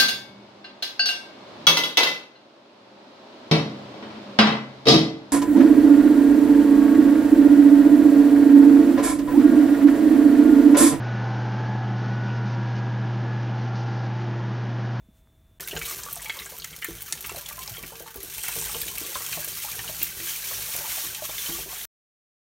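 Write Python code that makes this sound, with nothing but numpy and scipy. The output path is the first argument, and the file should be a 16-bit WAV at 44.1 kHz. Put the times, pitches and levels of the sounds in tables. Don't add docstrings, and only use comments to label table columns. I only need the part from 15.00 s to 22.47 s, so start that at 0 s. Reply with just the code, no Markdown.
import sys
import numpy as np
from scipy import signal
from scipy.fft import rfft, irfft
from scipy.io import wavfile
from scipy.ndimage import uniform_filter1d

SR = 44100
rng = np.random.default_rng(int(sys.argv[2]) if len(sys.argv) > 2 else 0)


def transcribe(signal):
    frames = np.atleast_2d(signal).T
    limited = np.clip(frames, -1, 1)
    pcm = np.round(limited * 32767).astype(np.int16)
    wavfile.write(sys.argv[1], SR, pcm)


N = 329427
T = np.arange(N) / SR

# time in seconds, spray level in dB.
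JET_FORCE = [(.6, -44), (1.15, -44.5), (1.4, -46), (1.75, -48), (2.1, -46), (2.3, -44), (2.7, -44.5),
             (2.9, -47), (3.13, -51), (3.18, -48), (3.27, -45), (3.38, -39.5), (3.58, -36), (3.95, -40.5),
             (4.36, -36.5), (4.5, -39), (4.66, -36.5), (4.8, -40.5), (4.9, -39), (5.14, -41.5),
             (5.4, -38.5), (5.5, -35), (5.62, -36.5), (5.8, -37), (6.18, -40.5), (6.85, -39.5)]
# time in seconds, level against the spray in dB.
SIZZLE_CURVE = [(3.2, -11.5), (3.45, -2), (3.65, -1.5), (3.85, -3.5), (4.2, -8), (4.5, -12)]
# time in seconds, droplets per second.
JET_BREAKUP = [(.6, 340), (.9, 1140), (1.1, 810), (3.1, 660), (3.5, 1800), (4.4, 1700), (5.3, 4900),
               (6.85, 15000)]
# frequency in Hz, relative density in dB per Hz.
SPRAY_SPECTRUM = [(900, -8.5), (2500, -0.5), (4200, 0.5), (6200, 3.5), (8000, -2), (9500, 1.5),
                  (11000, -10), (14000, -18)]
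# frequency in Hz, relative density in dB per Hz.
MIST_SPECTRUM = [(5000, -30.5), (9000, -14), (11500, 2.5), (13500, 3), (15500, 3), (17000, -26)]
USUAL_DB, MIST_DB, FIZZ_DB, PRICKLE_DB, SPATTER_DB = -39, -39, -53, -47.5, -50.5
MIST_FOLLOWS, FIZZ_FOLLOWS, SPATTER_FOLLOWS = 1, 1, 0.68
TRAIL_DB, TRAIL_T60_S = -21, 0.28


def jet():
    spray_db = in_time(JET_FORCE)[0] + sweeps()
    force_db = spray_db - USUAL_DB
    drops = patter(*in_time(JET_BREAKUP))

    sizzle_db, = in_time(SIZZLE_CURVE)
    sizzle = rms_one(resonance(impacts(per_s=4000, spread_db=8.5), hz=8500, width_hz=910))
    spray = from_db(spray_db) * (coloured(drops, SPRAY_SPECTRUM) + from_db(sizzle_db) * sizzle)
    mist = from_db(MIST_DB + MIST_FOLLOWS * force_db) * coloured(drops, MIST_SPECTRUM)

    fizz = bubbles(per_s=140, centre_hz=2300, octaves=1.1, cycles=34, spread_db=4.6, rise=.04)
    steady_fizz_gain = from_db(FIZZ_DB + FIZZ_FOLLOWS * force_db)
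    trail_gain = from_db(TRAIL_DB) * aftermath(POP_EVENTS, TRAIL_T60_S)
    fizz = np.hypot(steady_fizz_gain, trail_gain) * fizz
    prickle = bubbles(per_s=170, centre_hz=5800, octaves=1.0, cycles=50, spread_db=4.5, rise=.04)
    prickle = from_db(PRICKLE_DB + force_db) * prickle

    splashes = spatter(per_s=60, low_hz=1450, high_hz=6000, t60=.016, width=.13, spread_db=9.5)
    splashes = from_db(SPATTER_DB + SPATTER_FOLLOWS * force_db) * splashes
    return spray + mist + fizz + prickle + splashes


# time of the height in seconds, length in seconds, gain in dB.
HAND_SWEEPS = [(0.901, 0.2, 9.5), (5.037, 0.16, 3.5), (5.292, 0.27, 5.5), (5.75, 0.13, 2.5),
               (5.909, 0.13, 4.5), (6.014, 0.25, 5), (6.202, 0.05, -2.5), (6.255, 0.046, 6.5),
               (6.471, 0.46, 5), (6.672, 0.097, -5)]


def sweeps():
    total_db = 0
    for s, length, db in HAND_SWEEPS:
        total_db = total_db + db * np.cos(np.pi * np.clip((T - s) / length, -.5, .5)) ** 2
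    return total_db


def patter(per_s):
    t = T[:SR // 4]
    clumps = signal.fftconvolve(np.abs(impacts(per_s=75, spread_db=3.0)), dying(t, t60=0.024))[:N]
    ticks = steadied(impacts(per_s, spread_db=4.2), size=9001)
    ticks = ticks * np.sqrt(1 + 1300 / per_s * np.abs(clumps) / clumps.mean())
    echo_power = dying(t, t60=0.08) ** 2 + from_db(-10.0) ** 2 * dying(t, t60=0.39) ** 2
    wash_power = signal.fftconvolve(ticks ** 2, echo_power / echo_power.sum())[:N]
    wash = np.sqrt(np.abs(wash_power)) * rng.standard_normal(N)
    return steadied(ticks + from_db(2.0) * wash, size=5001)


def spatter(per_s, low_hz, high_hz, t60, width, spread_db):
    out, t = np.zeros(N), T[:SR // 20]
    starts = np.flatnonzero(rng.random(N) < per_s / SR)
    for at, (size, strength, life) in zip(starts, rng.random((len(starts), 3))):
        hz = low_hz * (high_hz / low_hz) ** size
        noise = rng.standard_normal(len(t)) * dying(t, t60 * (.5 + life))
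        burst = resonance(noise, hz, width * hz)
        burst = rms_one(resonance(burst, hz, 2 * width * hz))
        add(out, at / SR, from_db(spread_db * strength) * burst)
    return rms_one(in_basin(out, near_db=3.0, room_db=-3.0)[:N])


# start in seconds, level of the loudest 5 ms in dB,
# centre of the band in Hz, strength of crack and echoes against the first click in dB (offset below).
SPLAT_EVENTS = [(0.675, -28.5, 12500, 7), (0.772, -32, 6100, 12), (0.83, -35.5, 6000, 13),
                (.947, -35, 6370, 2.5), (1.034, -30.5, 5960, 6.5), (1.1281, -24.5, 13100, 9),
                (1.157, -31, 8440, -0.5), (1.219, -34.5, 8800, 17), (1.3898, -31, 4300, 11.5),
                (1.459, -35.5, 8000, 10.5), (1.586, -32, 14500, 2), (1.6464, -28.5, 6300, -1),
                (1.845, -24.5, 11100, 6), (2.0208, -27.5, 13900, 6), (2.1244, -19, 6200, 4.5),
                (2.207, -35, 13000, 9), (2.269, -29, 13000, 9), (2.295, -34, 7560, 3),
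                (2.3626, -33, 11000, 0), (2.461, -37, 7000, 8), (2.529, -34, 12500, 6),
                (2.557, -42, 5500, 6), (2.618, -41, 13000, 9), (2.6768, -28.5, 5350, 2),
                (2.749, -41, 12000, 14), (2.7824, -35.5, 13800, 5.5), (3.023, -34.5, 13900, 1),
                (3.159, -31, 13300, 8), (3.23, -30, 13600, 10), (3.381, -31, 11900, 6.5),
                (3.4835, -22, 12500, 4.5), (3.614, -26, 8400, 3), (3.816, -23, 13000, 6.5),
                (3.983, -23.5, 11900, -3.5), (4.2644, -28.5, 8300, -14), (4.4457, -24.5, 14000, 4.5),
                (5.029, -15.5, 16600, 9), (5.7638, -24.5, 12000, 8), (6.148, -29.5, 6540, 1)]
SPLAT_WIDTH = 1.75
SPLAT_BROAD_DB, SPLAT_BROAD_HZ = -11.5, 1200


def splats():
    out, t = np.zeros(N), T[:SR // 30]
    for s, db, hz, wash_db in SPLAT_EVENTS:
        click = t == 0
        crack = rng.standard_normal(len(t)) * dying(t, t60=0.008) * from_db(wash_db - 14) + click
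        crack = in_basin(crack, near_db=wash_db - 4, near_t60=0.04, room_db=wash_db - 14, room_t60=.25)
        span = 1 + SPLAT_WIDTH * from_db(db / 2)
        edges = np.clip([hz / span, hz * span], 100, SR / 2 - 2000)
        band = signal.sosfilt(signal.butter(2, edges, "band", fs=SR, output="sos"), crack)
        broad = signal.sosfilt(signal.butter(1, SPLAT_BROAD_HZ, "high", fs=SR, output="sos"), crack)
        add(out, s, at_peak(band + from_db(SPLAT_BROAD_DB) * broad, db))
    return out


# start in seconds, level of the loudest 5 ms in dB, pitch in Hz.
POP_EVENTS = [(0.599, -40, 1810), (.626, -41, 1430), (0.675, -36.5, 2200), (0.711, -33.5, 2890),
              (0.733, -43, 1770), (0.7645, -29, 2840), (0.771, -34.5, 1520), (0.8148, -29.5, 2250),
              (0.9883, -41.5, 1200), (1.194, -43, 1670), (1.258, -35, 2280), (1.2962, -26, 2160),
              (1.396, -38, 1980), (1.4198, -39, 2090), (1.464, -39.5, 1610), (1.5992, -34.5, 4200),
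              (1.62, -35.5, 3250), (1.644, -36.5, 1930), (1.7297, -43.5, 2210), (1.823, -29, 2026),
              (1.846, -27, 1830), (2.0826, -43, 1400), (2.1258, -36.5, 1820), (2.1765, -42, 2590),
              (2.2427, -36, 2130), (2.294, -34.5, 2700), (2.36, -36, 3970), (2.3885, -43.5, 1620),
              (2.459, -35.5, 3400), (2.4942, -43, 1960), (2.524, -43, 2440), (2.62, -40, 3340),
              (2.741, -40.5, 3070), (2.7685, -36, 2310), (2.835, -36.5, 2070), (2.954, -45, 2550),
              (3.0769, -43, 1980), (3.384, -39, 2310), (3.4395, -35.5, 1580), (3.4644, -36.5, 2640),
              (3.481, -30.5, 1840), (3.526, -34.5, 2530), (3.614, -39.5, 2600), (3.744, -33, 2490),
              (3.816, -30.5, 3400), (3.88, -31, 3030), (3.976, -33.5, 2290), (4.0488, -37.5, 3350),
              (4.147, -32, 3650), (4.3277, -29, 2690), (4.7915, -33.5, 1730), (4.791, -34, 3030),
              (4.877, -34.5, 2900), (5.0165, -31.5, 2730), (5.066, -42, 2080), (5.2, -37.5, 1940),
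              (6.147, -32.5, 3170), (6.3815, -28.5, 3470), (6.4616, -32, 3120)]
POP_T60_S = 0.021


def pops():
    rows = [(*row, POP_T60_S) for row in POP_EVENTS]
    return pockets(rows, slap_db=1.5, slap_cycles=38.0, slap_width=0.6, rise=0.07,
                   near_db=3.0, room_db=-6.0)


# start in seconds, level of the loudest 5 ms in dB,
# pitch in Hz, time for the ring to fall 60 dB in seconds.
GLUG_EVENTS = [(.603, -46, 458, 0.091), (0.731, -34, 436, 0.068), (.745, -40, 590, 0.11),
               (0.765, -36.5, 447, 0.14), (0.877, -43, 1170, 0.06), (0.91, -38, 1160, .06),
               (0.926, -49.5, 395, 0.35), (1.064, -40.5, 1143, 0.12), (1.085, -38, 1184, 0.082),
               (1.164, -42, 675, 0.14), (1.355, -45, 1010, .05), (1.522, -43, 560, 0.068),
               (1.885, -36, 333, 0.12), (1.888, -47, 449, .14), (2.25, -40, 1160, 0.042),
               (2.295, -35.5, 1120, 0.053), (2.315, -39.5, 407, 0.098), (2.344, -39, 675, 0.12),
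               (2.365, -39.5, 578, 0.18), (2.51, -41.5, 1200, 0.051), (2.579, -40, 1040, 0.17),
               (2.68, -43.5, 820, .07), (2.78, -45, 458, 0.11), (2.835, -45, 373, 0.35),
               (2.921, -42.5, 458, 0.33), (2.922, -45.5, 920, 0.078), (3.002, -45, 486, 0.23),
               (3.005, -45, 654, 0.068), (3.059, -44.5, 888, 0.13), (3.156, -40.5, 392, 0.26),
               (3.234, -42, 390, 0.078), (3.483, -36, 980, 0.044), (3.561, -38.5, 453, 0.13),
               (3.62, -43.5, 910, 0.081), (3.662, -43.5, 800, 0.043), (3.694, -39, 840, .1),
               (3.745, -39.5, 880, 0.12), (3.751, -38, 478, 0.12), (3.86, -43.5, 350, 0.1),
               (4.013, -40, 345, 0.39), (4.05, -45, 386, .25), (4.156, -29.5, 1100, 0.046),
               (4.204, -40, 950, 0.036), (4.373, -34.5, 585, 0.096), (4.471, -46.5, 467, .05),
               (4.645, -38, 830, 0.049), (4.685, -38.5, 1250, 0.036), (4.792, -41.5, 900, .035),
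               (4.891, -37.5, 645, 0.083), (5.01, -46.5, 329, .25), (5.199, -45.5, 334.5, 0.35),
               (5.511, -37.5, 638, 0.12), (5.687, -44, 640, .08), (5.75, -36, 740, 0.02),
               (5.786, -43, 470, 0.091), (5.85, -38, 960, 0.038), (5.98, -39.5, 776, 0.027),
               (6.04, -47.5, 335, 0.39), (6.222, -33, 633, 0.065), (6.292, -37.5, 655, 0.017),
               (6.49, -38, 338.5, 0.23), (6.587, -40, 351, 0.16), (6.589, -42, 800, .03),
               (6.661, -45.5, 375, 0.21), (6.728, -41.5, 724, 0.048)]


def glugs():
    return pockets(GLUG_EVENTS, slap_db=2.0, slap_cycles=30.0, slap_width=0.55, rise=0.065,
                   near_db=-4.0, room_db=-12.0)


def pockets(rows, slap_db, slap_cycles, slap_width, rise, near_db, room_db):
    out, t = np.zeros(N), T[:SR // 3]
    glides = rise * (1 + rng.standard_normal(len(rows)))
    for (s, db, hz, t60), glide in zip(rows, glides):
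        slap = rng.standard_normal(len(t)) * dying(t, slap_cycles / hz)
        slap = resonance(slap, hz, slap_width * hz)
        slap = resonance(slap, hz, 2 * slap_width * hz)
        ring = bubble(t, hz * (1 - glide / 6), t60, glide)
        sound = at_peak(ring, 0) + at_peak(slap, slap_db)
        add(out, s, at_peak(in_basin(sound, near_db=near_db, room_db=room_db), db))
    return out


# time in seconds, gurgle level in dB.
GURGLE_CURVE = [(.6, -61.5), (1.4, -51), (1.75, -65.5), (2.3, -57), (2.95, -55), (3.25, -60.5), (3.7, -57),
                (4.3, -50.5), (4.55, -76.5), (4.78, -45.5), (5.05, -67), (5.4, -61), (5.8, -47),
                (6.15, -55), (6.85, -54.5)]
# time in seconds, drumming level in dB.
DRUM_CURVE = [(.6, -50), (1.3, -52.5), (1.7, -53), (2.3, -52), (2.75, -49.5), (3.1, -59), (3.4, -52.5),
              (3.65, -44.5), (4.15, -55.5), (4.42, -49), (4.6, -54), (4.82, -49), (5.22, -49), (5.38, -59),
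              (5.55, -46), (5.85, -55.5), (6.15, -52.5), (6.55, -54), (6.85, -55)]
GUSH_GURGLE_DB, GUSH_DRUM_DB, GUSH_HOLLOW_DB, GUSH_T60_S = -13, -1, -11.5, 0.26
HEAVY_HZ = 560


def runoff():
    light_gush = aftermath([row for row in GLUG_EVENTS if row[2] >= HEAVY_HZ], GUSH_T60_S)
    heavy_gush = aftermath([row for row in GLUG_EVENTS if row[2] < HEAVY_HZ], GUSH_T60_S)

    gurgle_db, = in_time(GURGLE_CURVE)
    gurgle = bubbles(per_s=125, centre_hz=850, octaves=1.3, cycles=36, spread_db=2.8, rise=.04)
    gurgle = np.hypot(from_db(gurgle_db), from_db(GUSH_GURGLE_DB) * light_gush) * gurgle

    drum_db, = in_time(DRUM_CURVE)
    drum = steadied(ringing(impacts(per_s=190, spread_db=3.5), SINK_MODES), size=14001)
    drum = np.hypot(from_db(drum_db), from_db(GUSH_DRUM_DB) * heavy_gush) * drum

    low_modes = [mode for mode in BOWL_MODES if mode[0] < HEAVY_HZ]
    hollow = steadied(ringing(impacts(per_s=180, spread_db=6.0), low_modes), size=6001)
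    return gurgle + drum + from_db(GUSH_HOLLOW_DB) * heavy_gush * hollow


def aftermath(rows, t60, rise_s=0.013):
    power, t = np.zeros(N), T[:SR // 2]
    swell = (1 - np.exp(-t / rise_s)) * dying(t, t60)
    for s, db, *_ in rows:
        add(power, s, (from_db(db) * swell) ** 2)
    return np.sqrt(power)


# frequency in Hz, relative gain in dB, 60 dB decay time in seconds.
SINK_MODES = [(51.7, 7.5, 0.37), (66, -1, 0.11), (106.3, 2, 0.23), (153.2, 5, 0.37), (333.7, -5.5, 0.57),
              (386, 4, 0.77)]
BOOM_HZ = 300


def sink_boom(gulps):
    return from_db(9.0) * ringing(gulps, [mode for mode in SINK_MODES if mode[0] < BOOM_HZ])


# frequency in Hz, relative gain in dB,
# 60 dB decay time in seconds.
BOWL_MODES = [(338, 1.5, 0.32), (458, 9, 1), (880, -4, 0.045), (1154, 5, 0.1), (1381, 2, 0.13),
              (1624, 1, 0.091), (2260, 5, 0.25), (2690, -1, 0.064), (3087, 3.5, 0.043)]


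def bowl_ring(water):
    return from_db(-4.5) * ringing(water, BOWL_MODES)


# start in seconds, level of the loudest 5 ms in dB,
# pitch in Hz, width of the resonance in Hz.
BUMP_EVENTS = [(0.086, -51, 202, 100), (.273, -63, 900, 1200), (0.513, -55, 90, 50), (2.13, -47, 154, 29),
               (2.134, -50, 305, 165), (2.71, -39, 111, 40), (4.781, -46.5, 108, 25)]


def bumps():
    out, click = np.zeros(N), 1.0 * (T[:SR // 4] == 0)
    for s, db, hz, width_hz in BUMP_EVENTS:
        swing = resonance(resonance(click, hz, width_hz), hz, width_hz)
        add(out, s, at_peak(swing, db))
    return out


# frequency in Hz, relative density in dB per Hz.
ROOM_SPECTRUM = [(15, -52), (25, -5.5), (55, -4.5), (120, -16.5), (229, -21.5), (463, -33.5), (641, -35),
                 (1070, -37.5), (3250, -44), (3620, -41), (4250, -48.5), (14400, -44.5), (16000, -46)]
# frequency in Hz, rms level in dB.
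HUM_TONES = [(50, -65), (646, -78), (3515, -78.5)]
ROOM_DB = -57


def quiet_kitchen():
    room = from_db(ROOM_DB) * coloured(rng.standard_normal(N), ROOM_SPECTRUM)
    hum = sum(from_db(db) * np.sqrt(2) * np.sin(2 * np.pi * hz * T) for hz, db in HUM_TONES)
    rustle = from_db(-68.5) * rng.standard_normal(N) * np.exp(-((T - .175) / .04) ** 2)
    return room + hum + rustle


def bubble(t, hz, t60, rise):
    return np.sin(2 * np.pi * hz * (t + rise * np.minimum(t, t60) * t / (2 * t60))) * dying(t, t60)


def bubbles(per_s, centre_hz, octaves, cycles, spread_db, rise):
    out = np.zeros(N)
    for when, size, squeeze, strength, life in rng.random((int(per_s * N / SR), 5)):
        hz = min(centre_hz * 2 ** (octaves * (size - squeeze)), SR / 3)
        t60 = cycles * (.5 + life) / hz
        gain = from_db(-spread_db * np.log(strength + .03)) * np.sqrt(hz)
        add(out, when * N / SR, gain * bubble(T[:int(t60 * SR)], hz, t60, rise))
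    return steadied(scattered(out), size=9001)


def scattered(x, size=2600):
    out = np.zeros(N)
    for at in range(0, N, size):
        echoed = in_basin(x[at:at + size], near_db=2.0, near_t60=0.076, room_db=-4.5, room_t60=0.093)
        add(out, at / SR, echoed)
    return out


def in_basin(x, near_db=3.0, near_t60=0.068, room_db=-11.0, room_t60=0.54):
    t = T[:SR // 4]
    near = rng.standard_normal(len(t)) * dying(t, near_t60)
    far = rng.standard_normal(len(t)) * dying(t, room_t60) * (t > .005)
    response = from_db(near_db) * near / np.linalg.norm(near) + from_db(room_db) * far / np.linalg.norm(far)
    response[0] += 1
    return signal.fftconvolve(x, response / np.linalg.norm(response))


def ringing(x, modes):
    return sum(from_db(db) * resonance(x, hz, np.log(1000) / (np.pi * t60)) for hz, db, t60 in modes)


def resonance(x, hz, width_hz):
    r = np.exp(-np.pi * width_hz / SR)
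    numerator = np.array([1, 0, -1]) * (1 - r * r) / 2
    denominator = [1, -2 * r * np.cos(2 * np.pi * hz / SR), r * r]
    return signal.lfilter(numerator, denominator, x + 1e-18)


def impacts(per_s, spread_db):
    sizes = from_db(spread_db * np.minimum(rng.exponential(1, N), 4))
    return sizes * rng.choice([-1, 1], N) * (rng.random(N) < per_s / SR)


def coloured(x, spectrum):
    hz, db = np.transpose(spectrum)
    bins = np.maximum(np.arange(N // 2 + 1) * SR / N, 1)
    gain = from_db(np.interp(np.log(bins), np.log(hz), db))
    gain = gain * np.minimum(bins / hz[0], 1) ** 2
    return rms_one(irfft(rfft(x) * gain, N))


def dying(t, t60):
    return np.exp(-np.log(1000) * t / t60)


def steadied(x, size=4001):
    return x / np.sqrt(np.abs(uniform_filter1d(x ** 2, size)) + 1e-12)


def at_peak(x, db, size=220):
    return x * from_db(db) / np.sqrt(uniform_filter1d(x ** 2, size).max() + 1e-20)


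def rms_one(x):
    return x / np.sqrt(np.mean(x ** 2) + 1e-20)


def from_db(db):
    return 10 ** (np.asarray(db) / 20)


def in_time(rows):
    s, *columns = np.transpose(rows)
    return [np.interp(T, s, c) for c in columns]


def add(out, s, sound):
    at = int(np.clip(s * SR, 0, N - 1))
    out[at:at + len(sound)] += sound[:N - at]


WATER_ON_S, WATER_OFF_S, QUIET_END_S = .598, 6.854, .588


def scene():
    gulps = glugs()
    water = jet() + splats() + pops() + gulps + runoff() + sink_boom(gulps)
    water = water + bowl_ring(water)
    knocks = bumps()
    quiet_part = (quiet_kitchen() + knocks) * (T < QUIET_END_S)
    water_part = (water + knocks) * (T > WATER_ON_S) * (T < WATER_OFF_S)
    mono = quiet_part + water_part
    return np.array([mono, mono])


# frequency in Hz, width in Hz, depth from 0 to 1.
MICROPHONE_DIPS = [(4906, 610, 0.42), (10370, 450, 0.4)]
CUTOFF_HZ = 15900


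def record(dry):
    for hz, width_hz, depth in MICROPHONE_DIPS:
        dry = dry - np.clip(depth, 0, 1) * resonance(dry, hz, width_hz)
    dry = signal.sosfilt(signal.butter(2, 42, "high", fs=SR, output="sos"), dry)
    return signal.sosfilt(signal.ellip(12, .1, 70, CUTOFF_HZ, fs=SR, output="sos"), dry)


dry = scene()
out = record(dry)
transcribe(out)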